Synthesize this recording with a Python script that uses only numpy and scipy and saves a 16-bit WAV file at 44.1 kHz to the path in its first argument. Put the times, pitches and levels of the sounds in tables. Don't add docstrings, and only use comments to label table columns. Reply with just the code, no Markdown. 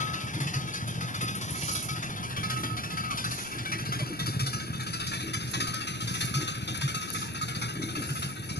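import sys
import numpy as np
from scipy import signal
from scipy.fft import rfft, irfft
from scipy.io import wavfile
from scipy.ndimage import map_coordinates

SR = 44100
rng = np.random.default_rng(int(sys.argv[2]) if len(sys.argv) > 2 else 0)


def generate_wav(signal):
    frames = np.transpose(np.atleast_2d(signal))
    scaled = np.clip(frames, -1, 1) * 32767
    pcm = np.round(scaled).astype(np.int16)
    wavfile.write(sys.argv[1], SR, pcm)


N = 378819
T = np.arange(N) / SR
TOP_HZ = 13000


def undb(db):
    return 10 ** (np.asarray(db) / 20)


def unit(x):
    return x / np.sqrt(np.mean(x ** 2))


def curve(rows):
    return np.interp(T, *np.transpose(rows))


def noise():
    return rng.standard_normal(N)


def wander(per_s):
    return np.interp(T * per_s, np.arange(4096), rng.standard_normal(4096))


def swell(s, half):
    return np.exp(-np.minimum(((T - s) / half) ** 2, 50))


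def sides(pan_db):
    return unit(undb(np.array([[pan_db], [-pan_db]]) / 2))


def add(out, s, sound):
    start = max(int(s * SR), 0)
    count = min(sound.shape[-1], N - start)
    out[..., start:start + count] += sound[..., :count]


def strikes(times, sizes, shape):
    pulses = np.zeros(N)
    np.add.at(pulses, np.clip((np.asarray(times) * SR).astype(int), 0, N - 1), sizes)
    return signal.fftconvolve(pulses, shape)[:N]


def causal(gain):
    cepstrum = irfft(np.log(gain))
    half = len(cepstrum) // 2
    cepstrum[1:half] *= 2
    cepstrum[half + 1:] = 0
    return np.exp(rfft(cepstrum))


def colour(x, points, modes=(), keep_power=True, even=False, size=16384):
    f = np.maximum(np.arange(size // 2 + 1) * SR / size, 1)
    hz, db = np.transpose(points)
    peaks = 1 + sum(undb(lift) ** 2 / (1 + (2 * (f - mid) / width) ** 2) for mid, width, lift in modes)
    gain = undb(np.interp(np.log(f), np.log(hz), db)) * np.sqrt(peaks)
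    if even:
        return signal.oaconvolve(x, np.roll(irfft(gain), size // 2)[1:], "same")
    response = irfft(causal(unit(gain) if keep_power else gain))[:size // 2]
    return signal.oaconvolve(x, response)[:N]


# f/Hz, level/dB
AIR_TONE = [(20, -1), (60, -17), (150, 24), (400, 15.5), (700, -9.5), (1100, -27), (2500, -33),
            (13000, -42)]
def air(air_db=-49, shared=0.49):
    common = noise()
    return undb(air_db) * np.array([colour(unit(noise() + shared * common), AIR_TONE) for _ in range(2)])


# t/s, start f/Hz, end f/Hz, level/dB, half length/s
GLIDES = [(3.12, 1220, 1100, -36, 0.019), (4.018, 625, 568, -43, 0.024), (4.032, 1040, 990, -42, 0.0088),
          (6.82, 1000, 900, -43.5, 0.0086), (7.267, 880, 936, -52, 0.03)]
def chirps(waver_db=4.0, waver_per_s=200):
    out = 0
    for s, start_hz, end_hz, db, half in GLIDES:
        hz = np.interp(T, [s - half, s + half], [start_hz, end_hz])
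        out = out + undb(db) * swell(s, half) * np.sin(2 * np.pi * np.cumsum(hz) / SR)
    return out * unit(undb(waver_db * wander(waver_per_s)))


# t/s, level/dB
DRONE_LEVEL = [(0, -54.5), (1, -55), (4, -60), (4.7, -71), (6, -69.5), (8.6, -63)]
# f/Hz, width/Hz, boost/dB
BLOCK_PEAKS = [(486, 19, 18.5), (621, 44, 12), (736.6, 12, 13.5)]
def drone():
    tone = [(200, -23.0), (450, -16.5), (700, -4.5), (900, 0.5), (1200, -29.0), (3000, -49)]
    return undb(curve(DRONE_LEVEL)) * colour(noise(), tone, BLOCK_PEAKS)


# t/s, relative level/dB, half length/s
HAND_BUMPS = [(0.012, -33, 0.0086), (0.356, -31, 0.012), (0.423, -27.5, 0.015), (0.466, -26.5, 0.0078),
              (0.576, -24.5, 0.014), (1.191, -31, 0.0068), (1.521, -28, 0.0052), (1.916, -30, 0.0059),
              (4.029, -27.5, 0.012), (4.223, -28.5, 0.0087), (4.435, -33.5, 0.058), (6.376, -25.5, 0.025),
              (6.853, -24.5, 0.017), (8.121, -28.5, 0.017), (8.257, -39, 0.019)]
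# t/s, relative level/dB, half length/s
HAND_RUBS = [(0.384, -41, 0.04), (2.652, -44, 0.033), (4.117, -35, 0.028), (4.289, -36, 0.013),
             (5.275, -39.5, 0.042), (5.597, -38, 0.045), (6.42, -35, 0.025), (7.819, -36.5, 0.063),
             (8, -33.5, 0.044)]
def hand(bump_hz=136, wobble=0.22, bump_db=1, rub_db=-3, grip_db=-49, shift_db=3, shifts_per_s=12):
    push = sum(undb(db + bump_db) * swell(s, half) for s, db, half in HAND_BUMPS)
    waver = unit(colour(noise(), [(10, -24), (30, 5), (90, -35), (300, -90)]))
    boom = push * np.sin(2 * np.pi * bump_hz * T + wobble * waver) * np.sqrt(2)
    skin_tone = [(60, -23.5), (170, -6), (250, -2.5), (325, 4), (420, -13.5), (600, -21), (2000, -80.5)]
    rub = colour(noise(), skin_tone)
    grip = undb(grip_db + shift_db * wander(shifts_per_s))
    slides = sum(undb(db) * swell(s, half) for s, db, half in HAND_RUBS)
    return boom + undb(rub_db) * (grip + slides) * rub


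# t/s, level/dB, pan/dB
STALK_CRACKS = [(4.008, -26, -1), (7.103, -17, -1), (7.563, -27, -2), (7.657, -30, 0)]
# f/Hz, level/dB
CRACK_TONE = [(500, -8), (2000, -7), (4500, -4), (8000, 4), (10500, 2), (13000, 0)]
def stalks(decay_s=0.0008):
    out, t = np.zeros((2, N)), T[:512]
    for s, db, pan_db in STALK_CRACKS:
        add(out, s, sides(pan_db) * undb(db) * np.exp(-t / decay_s) * rng.standard_normal((2, len(t))))
    return np.array([colour(x, CRACK_TONE) for x in out])


def ticks(ring_s=0.0054, spread_db=1.0, count=8000):
    t = T[:320]
    when, pitch, luck = rng.random((count, 3)).T[:, :, None]
    sizes = undb(spread_db * np.minimum(-np.log(luck), 4))
    rings = sizes * np.exp(-t / ring_s) * np.sin(2 * np.pi * pitch * TOP_HZ * t)
    places = (when * N).astype(int) + np.arange(len(t))
    return unit(np.bincount(places.ravel(), rings.ravel(), N)[:N])


# t/s, relative rustle level/dB, half length/s, hiss level/dB, pan/dB
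LEAF_BRUSHES = [(1.694, -31.5, 0.17, -30.5, -18), (2.61, -44, 0.041, -63, -3),
                (3.395, -44.5, 0.14, -35, -9), (5.547, -56, 0.11, -39.5, -7), (6.204, -42, 0.14, -36, -17),
                (7.187, -53, 0.097, -33.5, -7), (8.153, -40.5, 0.16, -39.5, -7)]
# t/s, relative level/dB, fade time/s, pan/dB
LEAF_SNAPS = [(0.875, -34, 0.034, -7), (1.214, -33, 0.031, 12), (1.351, -32.5, 0.024, 12),
              (1.504, -30.5, 0.021, 6), (1.737, -26, 0.0055, -13), (1.825, -25, 0.028, -13),
              (5.512, -24.5, 0.0095, -10), (5.743, -26, .004, 7), (6.2524, -22, 0.0087, -29),
              (6.774, -27, 0.0049, 12), (7.135, -24, 0.01, -16)]
# f/Hz, level/dB
LEAF_TONE = [(500, -11), (1500, -20), (3000, -47), (5500, 4), (8000, 17.5), (11000, 10), (13000, 4.5)]
# f/Hz, level/dB
SLIDE_TONE = [(1500, -26), (3100, -21), (4200, -5), (5600, -1), (7000, 3), (12000, -13.5)]
def leaves(stir_db=-53, stir_db_per_s=0.8, rustle_db=-3, snap_db=-2, flutter_db=1.6, flutter_per_s=40):
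    crisp = sides(pan_db=3) * undb(stir_db + stir_db_per_s * T)
    slide, snaps = np.zeros((2, 2, N))
    for s, crisp_db, half, slide_db, pan_db in LEAF_BRUSHES:
        passing = sides(pan_db) * swell(s, half)
        crisp += undb(crisp_db) * passing
        slide += undb(slide_db) * passing
    rustle = crisp * undb(rustle_db + flutter_db * wander(flutter_per_s))
    for s, db, decay, pan_db in LEAF_SNAPS:
        add(snaps, s, sides(pan_db) * undb(db + snap_db) * np.exp(-T[:SR // 10] / decay))
    mic_ring = [(10850, 200, 5)]
    return np.array([colour(rustle[k] * ticks() + snaps[k] * noise(), LEAF_TONE, mic_ring)
                     + colour(slide[k] * noise(), SLIDE_TONE) for k in range(2)])


# t/s, firing rate/Hz
FIRING_RATE = [(0.0, 14.811), (0.7, 14.886), (1.3, 14.856), (2.0, 14.567), (2.6, 14.943), (3.3, 14.662),
               (4.0, 14.742), (4.6, 14.913), (5.3, 14.908), (6.0, 14.892), (6.6, 14.902), (7.3, 14.932),
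               (7.9, 14.777), (8.6, 14.979)]
def firing_times(head_start=0.072):
    cycles = np.cumsum(curve(FIRING_RATE)) / SR + head_start
    return np.append(0, T[1:][np.diff(np.floor(cycles)) > 0])


# t/s, level above an ordinary firing/dB, extra treble/dB
HARD_KNOCKS = [(0.0, 3, 2.5), (0.47, 2.5, 1), (0.54, 3, 3.5), (0.73, 2, 4), (1.01, 1.5, 0.5), (1.14, 2, 0),
               (1.21, 3.5, 0), (1.41, 2.5, 7), (1.68, 4.5, 9), (1.75, 4, 6), (1.88, 2, 9), (2.02, 3, 3),
               (2.36, 4, 1.5), (2.43, 3.5, 4.5), (2.5, 5.5, 6.5), (2.63, 5, 1.5), (2.97, 2.5, 5),
               (3.31, 3, 8.5), (3.65, 1.5, 1), (3.72, 4.5, -1.5), (3.92, 4, 2), (3.99, 3.5, -1),
               (4.19, 4, 0.5), (4.26, 4.5, 7.5), (4.39, 6, 5), (4.46, 5, 3.5), (4.53, 3.5, 4),
               (4.93, 3.5, 5), (5.0, 4, 0), (5.06, 2.5, 10), (5.112, 2.5, -9), (5.13, 4, 4), (5.53, 6, 0.5),
               (5.6, 6, 5), (5.67, 4, 2), (5.73, 3.5, 1.5), (5.87, 3.5, 3.5), (6.0, 2, 7), (6.07, 3.5, 1.5),
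               (6.2, 6, 5), (6.34, 4.5, 5.5), (6.47, 3.5, 2), (6.67, 3.5, -2), (6.74, 2, 0), (6.81, 4, 3.5),
               (6.87, 3.5, 3), (6.94, 4, 3), (7.14, 2.5, -3.5), (7.34, 2.5, -2), (7.41, 2.5, 11),
               (7.48, 4, 1), (7.54, 2, 4.5), (7.61, 5.5, 5.5), (7.95, 3, 1), (8.22, 4.5, 6.5),
               (8.49, 3.5, 1.5)]
def blows(fired, scatter_db=2.4, same_blow_s=0.014):
    forces_db = scatter_db * rng.standard_normal(len(fired))
    rows = [(s, db, db) for s, db in zip(fired, forces_db)]
    for s, db, treble_db in HARD_KNOCKS:
        nearest = np.argmin(abs(fired - s))
        if abs(fired[nearest] - s) < same_blow_s:
            rows[nearest] = (fired[nearest], db, treble_db)
        else:
            rows.append((s, db, treble_db))
    return np.transpose(rows)


# t/s, f/Hz, relative level/dB, time until caught/s, pan/dB
STEEL_RINGS = [(0, 1286, -32.5, 0.135, 10.5), (0.135, 1298, -41.5, 0.15, 15), (0.54, 1270, -42.5, 0.16, 8),
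               (0.73, 4510, -38, 0.028, 5), (0.745, 1296, -47, 0.045, 4), (1.01, 1280, -42.5, 0.06, 9),
               (1.21, 1270, -38, 0.11, -0.5), (1.41, 1320, -49, 0.14, 2), (1.68, 1283, -43, 0.1, 12),
               (1.89, 1282, -40, 0.091, 12), (1.89, 2290, -38.5, 0.022, 0), (2.43, 1275, -41.5, 0.14, -9),
               (2.499, 1283, -40.5, 0.077, -10), (2.562, 1286, -39.5, 0.056, -16),
               (2.63, 1280, -41.5, 0.066, -14), (2.7, 1286, -38.5, 0.06, -11), (2.9, 1270, -42, 0.066, -7),
               (2.971, 1300, -34, 0.046, 3.5), (3.037, 1266, -35.5, 0.13, 4.5), (3.66, 2300, -37, 0.047, 3),
               (3.72, 2340, -34.5, 0.017, 0), (4.53, 1280, -43, 0.12, -18), (4.935, 1345, -45, 0.2, 3),
               (5.135, 2310, -40, 0.039, 0), (5.6, 1260, -36.5, 0.061, 0), (5.67, 1270, -42, 0.055, 9),
               (5.735, 1290, -39, 0.076, 11), (6.21, 4390, -40, 0.057, -7), (6.339, 1286, -38.5, 0.1, 14),
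               (6.407, 1279, -40, 0.18, 16), (6.81, 4510, -41, 0.03, -2), (6.945, 4550, -36, 0.015, 4),
               (6.945, 1277, -39.5, 0.11, -7), (7.012, 4470, -48, 0.027, 2), (7.08, 4500, -45, 0.1, 6),
               (7.412, 1264, -31, 0.028, -3), (7.415, 4420, -42, 0.023, 2), (7.48, 1282, -43, 0.066, -3),
               (7.55, 4520, -39, 0.018, 0), (7.615, 1330, -42.5, 0.054, -12), (8.22, 1265, -46, 0.033, 0)]
def loose_parts(struck, force_db, nudge_hz=1286, nudge_db=-46.5, nudge_s=0.032, ring_db=4,
                fade_db_per_s=60, detune_hz=3, rise_s=0.00017, catch_s=0.002, scatter_db=3):
    out, t = np.zeros((2, N)), T[:SR // 3]
    luck_db = scatter_db * rng.standard_normal((len(struck), 2))
    nudges = [(s, nudge_hz, nudge_db + 0.7 * db + more_db, nudge_s, pan_db)
              for s, db, (more_db, pan_db) in zip(struck, force_db, luck_db)]
    for s, hz, db, free_s, pan_db in list(STEEL_RINGS) + nudges:
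        drift, phase = rng.standard_normal(2)
        fade = undb(db + ring_db - fade_db_per_s * t) * (1 - np.exp(-t / rise_s))
        caught = np.exp(-np.maximum(t - free_s, 0) / catch_s)
        tone = np.sin(2 * np.pi * ((hz + detune_hz * drift) * t + phase))
        add(out, s, sides(pan_db) * fade * caught * tone)
    return out


# f/Hz, level/dB
PIPE_TONE = [(25, -37.5), (55, -28.5), (75, -8), (100, -8.5), (122, 1.5), (150, -5.5), (200, -9),
             (280, -20), (330, -27), (420, -24), (800, -29), (2000, -62.5)]
# t/s, level/dB
EXHAUST_LEVEL = [(0, -38.5), (1.2, -37), (1.7, -40), (2.6, -37), (3.4, -39), (4.0, -36.5), (4.7, -36),
                 (5.6, -39.5), (6.4, -38), (7.3, -38.5), (8.6, -36.5)]
# t/s, level change/dB, half length/s
EXHAUST_DIPS = [(3.476, -19, 0.04), (4.127, -11, 0.033), (7.084, -11, 0.041), (8.377, -7, 0.078)]
def exhaust(fired, delays_s=(0.0208, 0.0395), jitter_s=0.00066, scatter_db=3.5, gas_s=0.19):
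    chance = rng.standard_normal((len(fired), 4)).T
    times = np.concatenate([fired + delay + jitter_s * luck for delay, luck in zip(delays_s, chance)])
    sizes = undb(scatter_db * chance[2:].ravel())
    puffs = unit(strikes(times, sizes, -np.hanning(SR // 500)))
    surges = strikes(times, sizes, np.exp(-T[:SR // 10] / gas_s))
    gas = unit(noise() * (1 + surges))
    boom = unit(colour(puffs, PIPE_TONE)) + unit(colour(gas, PIPE_TONE))
    dips_db = sum(db * swell(s, half) for s, db, half in EXHAUST_DIPS)
    return unit(boom) * undb(curve(EXHAUST_LEVEL) + dips_db)


# t/s, delay/ms
RIGHT_DELAY = [(0, 0.355), (0.8, 0.372), (1.6, 0.328), (2.4, 0.397), (2.8, 0.4), (3.3, 0.383), (4.4, 0.45),
               (5.6, 0.484), (6.4, 0.492), (8.6, 0.476)]
def across_field(direct, rebound, scattered, rebound_db=-7, scatter_db=-9):
    def late(x):
        return map_coordinates(x, [(T - curve(RIGHT_DELAY) / 1000) * SR], order=3)
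    echo = undb(rebound_db) * rebound
    scatter_tone = [(100, -23), (800, 3.5), (1400, -4.5), (3000, -44),
                    (4200, -20), (5200, -15), (6000, 4), (7000, 9.5)]
    spread = np.array([colour(path, scatter_tone, keep_power=False) for path in scattered])
    return np.array([direct[0] + late(echo), late(direct[1]) + echo]) + undb(scatter_db) * spread


# f/Hz, level/dB
CLATTER_TONE = [(200, -1), (500, -6.5), (1050, -2), (1500, 0), (2500, 1.5), (3200, 2), (4000, 0),
                (4900, -2), (5600, -1), (6300, -5), (7500, -2), (10000, -11.5), (13000, -20)]
# f/Hz, width/Hz, early boost/dB, late boost/dB
CASING_PEAKS = [(1278, 180, 10, 9.5), (1629, 160, 9, 7.5), (2287, 73, 7.5, 9.5), (2680, 94, 5, 9),
                (3233, 19, 8.5, -20), (3540, 99, 6.5, 7.5), (3680, 46, 6, 7.5), (3836, 30, -5, 6.5),
                (4320, 35, 4, 2), (4216, 56, 4.5, -12), (4530, 124, 6, 8), (4827, 48, 10.5, 8.5),
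                (5070, 86, 6, -2), (5855, 51, 7.5, -1), (6160, 150, 5.5, 7.5), (6630, 81, -3, 4),
                (7340, 70, -1, 0)]
# t/s, late share/(0 to 1)
LATE_SHARE = [(0, 0), (4.6, 0), (6.0, 1), (8.6, 1)]
def casing(shaking):
    peaks, share = np.array(CASING_PEAKS), curve(LATE_SHARE)
    early = colour(shaking, CLATTER_TONE, peaks[:, [0, 1, 2]])
    late = colour(shaking, CLATTER_TONE, peaks[:, [0, 1, 3]])
    return (1 - share) * early + share * late


# t/s, relative level/dB
ENGINE_LOAD = [(0, -37), (2.1, -38.5), (2.7, -40.5), (3.2, -38), (4.5, -40), (5.3, -39), (6.3, -37.5),
               (7.4, -39.5), (8.6, -42)]
# t/s, treble level over bass/dB
BRIGHTNESS = [(0, -2.5), (0.8, 3.5), (1.3, 0.5), (2.5, -2), (2.75, -1.5), (3.15, -3), (3.5, -2), (4.4, 3.5),
              (5.1, 2.5), (5.6, 2.5), (7.1, 4), (7.45, 0.5), (8.2, -1), (8.6, 8.5)]
def clatter(struck, force_db, treble_db, rise_s=0.0045, decay_s=0.046, valve_s=0.027, valve_share=0.12,
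            whirr=0.35, bite_per_db=0.3141, bite_s=0.012, patchy_db=9, bands=340, gain_db=1.2):
    t = T[:8192]
    f = np.arange(len(t) // 2 + 1) * SR / len(t)
    shake = (1 - np.exp(-t / rise_s)) * np.exp(-t / decay_s)
    shake /= shake.max()
    valves = np.interp(t - valve_s, t, shake)
    shake = np.sqrt(shake ** 2 + valve_share * valves ** 2)
    tilt = np.tanh((f - 3500) / 1000) / 2
    paths = whirr * undb(curve(ENGINE_LOAD)) * rng.standard_normal((4, N))
    mixes = rng.standard_normal((len(struck), bands))
    for s, db, extra_db, mix in zip(struck, force_db, treble_db, mixes):
        level_db = np.interp(s, *np.transpose(ENGINE_LOAD)) + db
        bright_db = np.interp(s, *np.transpose(BRIGHTNESS)) + extra_db
        bite = 1 + bite_per_db * max(db, 0) * np.exp(-t / bite_s)
        favour = unit(undb(patchy_db * np.interp(f, np.linspace(0, SR / 2, bands), np.clip(mix, -2, 1))))
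        tone = causal(favour * undb(level_db + bright_db * tilt))
        burst = rng.standard_normal((4, len(t))) * shake * bite
        add(paths, s, irfft(rfft(burst) * tone))
    return undb(gain_db) * np.array([casing(path) for path in paths])


def scene():
    fired = firing_times()
    struck, force_db, treble_db = blows(fired)
    direct, rebound, *scattered = clatter(struck, force_db, treble_db)
    direct = direct + exhaust(fired) + loose_parts(struck, force_db)
    engine = across_field(direct, rebound, scattered)
    return engine + drone() + leaves() + stalks() + hand() + chirps() + air()


# f/Hz, level/dB
MIC_TONE = [(100, 1), (1200, 1.53), (4000, -2.5), (5400, -3.5), (6500, -3.5), (8200, -15), (9500, 0),
            (10500, 7), (11500, 4.5), (13000, -11)]
# f/Hz, level/dB
RIGHT_TONE = [(5400, 0), (6500, -2.5), (8200, -6), (10500, -6.5), (11700, -4), (13000, -4)]
# f/Hz, level/dB
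LEFT_LEAN = [(120, -51), (300, -17), (1200, -29), (2700, -18.5), (5000, -9.5), (7000, -21)]
def record(dry):
    left, right = (colour(x, MIC_TONE, keep_power=False) for x in dry)
    right = colour(right, RIGHT_TONE, keep_power=False)
    lean = colour((left + right) / 2, LEFT_LEAN, keep_power=False, even=True)
    top_cut = signal.ellip(10, .2, 80, TOP_HZ, fs=SR, output="sos")
    return signal.sosfilt(top_cut, [left + lean, right - lean])


dry = scene()
out = record(dry)
generate_wav(out)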